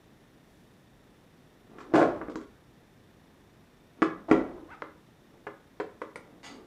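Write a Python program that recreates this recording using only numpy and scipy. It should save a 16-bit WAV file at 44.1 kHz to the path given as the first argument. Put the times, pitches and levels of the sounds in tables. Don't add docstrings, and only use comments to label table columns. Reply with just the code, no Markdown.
import sys
import numpy as np
from scipy import signal
from scipy.fft import rfft, irfft
from scipy.io import wavfile

SR = 44100
rng = np.random.default_rng(int(sys.argv[2]) if len(sys.argv) > 2 else 0)


def wav_record(signal):
    frames = np.transpose(np.atleast_2d(signal))
    bounded = np.clip(frames, -1, 1)
    quanta = np.round(bounded * 32767).astype(np.int16)
    wavfile.write(sys.argv[1], SR, quanta)


N = 293849
TIME = np.arange(N) / SR
SAMPLES_PER_MS = SR / 1000


def from_db(db):
    return 10 ** (np.asarray(db) / 20)


def rms_one(x):
    return x / np.sqrt(np.mean(x ** 2) + 1e-20)


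def at_hz(points, hz, column=1):
    columns = np.transpose(points)
    return np.interp(np.log(np.maximum(hz, 1)), np.log(columns[0]), columns[column])


def band(x, hz, kind, order=2):
    return signal.sosfilt(signal.butter(order, hz, kind, fs=SR, output="sos"), x + 1e-18)


def resonate(x, hz, width_hz):
    return signal.lfilter(*signal.iirpeak(hz, hz / width_hz, fs=SR), x)


def colour(x, spectrum, size=4096):
    gain = from_db(at_hz(spectrum, np.fft.rfftfreq(size, 1 / SR)))
    cepstrum = irfft(np.log(gain))
    cepstrum[1:size // 2] *= 2
    cepstrum[size // 2 + 1:] = 0
    pulse = irfft(np.exp(rfft(cepstrum)))
    return signal.fftconvolve(x, pulse * np.sqrt(SAMPLES_PER_MS / np.sum(pulse ** 2)))[:N]


def ring(force, modes):
    t = TIME[:SR]
    response = sum((-1) ** k * from_db(db - 60 * t / t60_s) * np.sin(2 * np.pi * hz * t)
                   for k, (hz, db, t60_s) in enumerate(modes))
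    return signal.fftconvolve(force, response)[:N]


def grains(per_s, spread_db):
    sizes = from_db(spread_db * np.minimum(rng.exponential(1, N), 3))
    signs = np.sign(rng.random(N) - .5)
    return rms_one(sizes * signs * (rng.random(N) < per_s / SR))


def strokes(rows, attack_s, release_db_per_s):
    return sum(np.clip((TIME - start_s) / attack_s, 0, 1)
               * from_db(db - release_db_per_s * np.maximum(TIME - start_s - length_s, 0))
               for start_s, length_s, db in rows)


def contact(time_s, thud_db, clack_db, crack_db, chatter_s, chatter_db, hardness_hz=4000, size=4096):
    # (thud top [Hz], clack foot [Hz], clack top [Hz], crack foot [Hz])
    edges_hz = (550, 1150, 2300, 4500)
    chatter = rng.standard_normal(size) * from_db(-60 * TIME[:size] / chatter_s)
    chatter = band(chatter / np.linalg.norm(chatter), 786, "high") * from_db(chatter_db)
    blow = band(signal.unit_impulse(size), hardness_hz, "low") + chatter
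    registers = list(zip(edges_hz, (thud_db, clack_db, clack_db, crack_db)))
    gain = from_db(at_hz(registers, np.fft.rfftfreq(size, 1 / SR)))
    blow = colour(blow, registers) * np.sqrt(np.mean(gain ** 2) / SAMPLES_PER_MS)
    start = round(time_s * SR)
    return np.pad(blow, (start, N - start - len(blow)))


def room(x, build_s=0.002, bands=18, size=32768):
    # (frequency [Hz], t60 [s], strength [dB])
    reverb = [(100, 0.78, -2.5), (303, 0.29, 4), (810, 0.45, -1.5), (2000, 0.39, -1.5), (4960, 0.27, 2),
              (12000, 0.15, 4)]
    t, tail = TIME[:size], 0
    edges_hz = np.geomspace(40, 18000, bands + 1)
    white, hz = rfft(rng.standard_normal(size)), np.fft.rfftfreq(size, 1 / SR)
    build = 1 - np.exp(-(t / build_s) ** 2)
    for low, high in zip(edges_hz, edges_hz[1:]):
        centre_hz = np.sqrt(low * high)
        t60_s, strength_db = at_hz(reverb, centre_hz), at_hz(reverb, centre_hz, column=2)
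        part = irfft(white * (hz >= low) * (hz < high)) * build * from_db(-60 * t / t60_s)
        tail += from_db(strength_db) * part / np.linalg.norm(part) * np.sqrt(2 * (high - low) / SR)
    return signal.fftconvolve(x, tail)[:N]


def background(hum_db=-58.5, flutter_hz=30, flutter_db=3):
    # (frequency [Hz], density [dB])
    hum_spectrum = [(15, -41.5), (25, 0), (75, -5), (140, 0.5), (313, -3), (348, -5.5), (409, -6.5),
                    (468, -8.5), (629, -11), (993, -15), (1840, -19.5), (3610, -25.5), (4980, -30.5),
                    (14200, -37), (15400, -46)]
    # (frequency [Hz], width [Hz], level [dB])
    whine_bands = [(1810, 200, -76.5), (3595, 220, -80), (5580, 500, -84), (10720, 90, -91.5),
                   (14400, 700, -88)]
    hum = from_db(hum_db) * rms_one(colour(rng.standard_normal(N), hum_spectrum))
    whine = sum(from_db(db) * rms_one(resonate(rng.standard_normal(N), hz, width_hz))
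                for hz, width_hz, db in whine_bands)
    return hum + whine * from_db(flutter_db * np.sin(2 * np.pi * flutter_hz * TIME))


def handling(rest_db=-76.5):
    # (start [s], length [s], level [dB])
    moves = [(1.68, 0.31, -52.5), (2.05, 0.11, -39.5), (3.96, .22, -50.5), (4.33, 0.12, -40.5),
             (4.54, 0.046, -52), (5.3, 0.044, -58.5), (6.2, 0.14, -58), (6.47, 0.12, -51.5)]
    # (start [s], length [s], level [dB])
    twists = [(.4, .22, -68), (1.0, .12, -78)]
    # (frequency [Hz], density [dB])
    rub_spectrum = [(40, 6.5), (120, -7.5), (330, 12.5), (600, 1), (1200, -4), (2200, -20.5), (5000, -36.5),
                    (14000, -56)]
    slips = grains(per_s=1200, spread_db=3)
    motion = from_db(rest_db) + strokes(moves, attack_s=0.036, release_db_per_s=125)
    twist = strokes(twists, attack_s=0.1, release_db_per_s=59)
    rub = motion * rms_one(colour(slips, rub_spectrum))
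    crackle = twist * rms_one(band(slips, [900, 6000], "band", order=1))
    return from_db(-2.5) * rub + from_db(-11) * crackle


def screwdriver_squeak(waver_depth=0.017):
    # (time [s], pitch [Hz], level [dB])
    glide = [(4.675, 960, -70), (4.702, 1158, -49), (4.715, 1436, -46), (4.727, 1590, -46),
             (4.744, 1265, -45), (4.76, 1130, -68)]
    # (pitch multiple [1], level [dB])
    partials = [(.62, -5), (1, -1), (1.38, -11), (1.752, -13.5)]
    times_s, pitch_hz, level_db = np.transpose(glide)
    waver = 1 + waver_depth * rms_one(band(rng.standard_normal(N), 256, "low"))
    phase = 2 * np.pi * np.cumsum(np.interp(TIME, times_s, pitch_hz) * waver) / SR
    tone = sum(from_db(db) * np.sin(multiple * phase) for multiple, db in partials)
    scuff = rms_one(band(rng.standard_normal(N), [700, 2400], "band"))
    envelope = np.interp(TIME, times_s, from_db(level_db), left=0, right=0)
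    return envelope * (tone + from_db(-14.5) * scuff)


def screw_rasp():
    # (start [s], length [s], level [dB])
    turns = [(6.429, .011, -49.5), (6.44, 0.022, -51)]
    # (frequency [Hz], width [Hz], level [dB])
    peaks = [(865, 51, 4), (1290, 30, 5), (2000, 20, 15), (2800, 47, 6), (3500, 74, -5), (4550, 60, 7),
             (4840, 66, -12), (6400, 60, -5), (6800, 65, -8), (8650, 120, -16)]
    # (frequency [Hz], density [dB])
    thread_spectrum = [(200, -1.5), (700, 2.5), (1800, 1.5), (3200, -2.5), (4800, -1.5), (5600, -17),
                       (6700, -2.5), (7500, -17), (8800, -12.5), (11000, -35), (15000, -30)]
    slips = grains(per_s=1500, spread_db=0.5)
    metal = sum(from_db(db) * resonate(slips, hz, width_hz) for hz, width_hz, db in peaks)
    rasp = from_db(-4) * rms_one(colour(slips, thread_spectrum)) + from_db(-8) * rms_one(metal)
    return strokes(turns, attack_s=0.0031, release_db_per_s=196) * band(rasp, 10300, "low")


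def screwdriver_taps(chatter_s=0.072):
    # (time [s], thud [dB], clack [dB], crack [dB], ping [dB], chatter [dB])
    taps = [(4.821, -26, -20, -19.5, -78, -25), (5.468, -26.5, -28.5, -36.5, -86, 7),
            (5.8, -17.5, -25, -26, -80.5, 5.5), (6.017, -23, -26.5, -28, -69, 2),
            (6.158, -31, -30.5, -21, -55, 0)]
    # (frequency [Hz], density [dB])
    block_spectrum = [(60, -25.5), (250, -2.5), (430, 4), (800, -8.5), (1150, -3.5), (2100, -15),
                      (2900, -22.5), (4300, -27.5), (8000, -37.5), (14000, -76)]
    # (frequency [Hz], level [dB], t60 [s])
    block_modes = [(323, -18.5, 0.24), (405, -14, 0.14), (527, -8.5, 0.021), (576, -8.5, 0.064),
                   (1026, -13, 0.025), (1334, -7.5, 0.026), (1403, -10.5, 0.025), (1720, -8, 0.014),
                   (2050, -15, 0.019), (3290, -45, 0.039)]
    # (frequency [Hz], level [dB], t60 [s])
    tip_modes = [(1920, 21.5, 0.018), (2230, 25, 0.014), (4950, 2.5, 0.017), (8450, 7, 0.012),
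                 (9260, 0, 0.022), (10000, 2, 0.022), (10730, -13, .012)]
    force, glance = np.zeros(N), np.zeros(N)
    for time_s, thud_db, clack_db, crack_db, ping_db, chatter_db in taps:
        force += contact(time_s, thud_db, clack_db, crack_db, chatter_s, chatter_db)
        glance[round(time_s * SR)] = from_db(ping_db)
    block = from_db(-3) * colour(force, block_spectrum) + ring(force, block_modes)
    return block + ring(glance, tip_modes)


def table_rumble():
    # (start [s], length [s], level [dB])
    shifts = [(1.93, 0.11, -63.5), (2.14, 0.049, -55), (4.28, 0.03, -51.5)]
    shudder = rms_one(band(rng.standard_normal(N), [30, 75], "band", order=3))
    return strokes(shifts, attack_s=0.03, release_db_per_s=41.5) * shudder


def meter_drag():
    # (start [s], length [s], level [dB])
    slides = [(1.914, 0.018, -42), (1.939, 0.07, -19.5), (4.283, 0.065, -30)]
    # (frequency [Hz], density [dB])
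    slide_spectrum = [(50, -8), (150, -6), (240, -17), (320, 12.5), (390, -8.5), (490, 3.5), (660, 6.5),
                      (760, 0.5), (1400, -7), (2500, -25), (4000, -32.5), (7000, -40), (10000, -52),
                      (15000, -67)]
    slips = grains(per_s=830, spread_db=4)
    judder = rms_one(band(colour(slips, slide_spectrum), 130, "high"))
    groan = rms_one(resonate(judder, hz=660, width_hz=70))
    envelope = strokes(slides, attack_s=0.0068, release_db_per_s=260)
    return envelope * (from_db(-3) * judder + from_db(-14.5) * groan)


def meter_knocks():
    # (time [s], thud [dB], clack [dB], crack [dB], hardness [Hz],
    # chatter t60 [s], second edge delay [s], second edge gain [dB])
    knocks = [(1.785, -38.5, -30, -26, 2000, 0.14, 0.02, -1), (1.938, -10.5, -20, -14, 3000, .06, .017, 3),
              (2.015, -11.5, -14.5, -26, 2000, 0.028, .013, -3.5),
              (2.214, -31, -23.5, -41, 1600, 0.033, 0.0052, -8),
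              (2.284, -25.5, -30, -45, 1500, .015, 0.013, -12),
              (2.298, -28.5, -34.5, -26, 4000, 0.048, .019, -6),
              (2.357, -22.5, -27.5, -17.5, 4000, 0.021, .057, -13),
              (4.020, -11, -8, -15, 5000, 0.023, .0061, -1), (4.313, -4, -2, -9.5, 1250, 0.02, .0125, -14)]
    # (frequency [Hz], density [dB])
    case_spectrum = [(40, -26), (90, -15.5), (160, -5.5), (260, 4.5), (450, -0.5), (800, -11), (1200, -9.5),
                     (2000, -14.5), (3000, -26.5), (4500, -33.5), (7500, -40), (10000, -52.5),
                     (15000, -69.5)]
    # (frequency [Hz], level [dB], t60 [s])
    case_modes = [(465, -7.5, 0.012), (1064, -5.5, 0.031), (1360, -17.5, 0.012), (1805, -19.5, 0.023),
                  (2174, -43, 0.012)]
    # (frequency [Hz], level [dB], t60 [s])
    table_modes = [(175.4, -49, 0.73), (240, -30, 0.53), (322.8, -14, 0.28), (404.7, -17, 0.27),
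                   (466, -33, 0.27), (526, -30.5, 0.3), (645, -42.5, 0.49), (970, -22.5, 0.094),
                   (1252, -43, 0.053)]
    force = np.zeros(N)
    for time_s, thud_db, clack_db, crack_db, hardness_hz, chatter_s, delay_s, second_db in knocks:
        first = contact(time_s, thud_db, clack_db, crack_db, chatter_s,
                        chatter_db=0.5, hardness_hz=hardness_hz)
        second = contact(time_s + delay_s, thud_db - 5, clack_db, crack_db, chatter_s,
                         chatter_db=3.5, hardness_hz=hardness_hz)
        force += first + from_db(second_db) * second
    case = from_db(-1.5) * colour(force, case_spectrum) + from_db(-5.5) * ring(force, case_modes)
    return case, from_db(2.5) * ring(force, table_modes)


def scene(drift_hz=0.8):
    case, table = meter_knocks()
    taps = screwdriver_taps()
    friction = meter_drag() + screw_rasp() + handling()
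    squeak = screwdriver_squeak()
    send = from_db(-3) * (case + squeak) + from_db(-5) * taps + friction
    drift = 2 * np.pi * drift_hz * TIME
    reflections = room(send * np.cos(drift)) + room(send * np.sin(drift))
    direct = case + table + taps + friction + squeak + table_rumble()
    return (direct + reflections + background())[None]


def record(dry, low_hz=29, high_hz=15550):
    lowpass = signal.ellip(12, .1, 90, high_hz, fs=SR, output="sos")
    return signal.sosfilt(lowpass, band(dry, low_hz, "high"))


dry = scene()
out = record(dry)
wav_record(out)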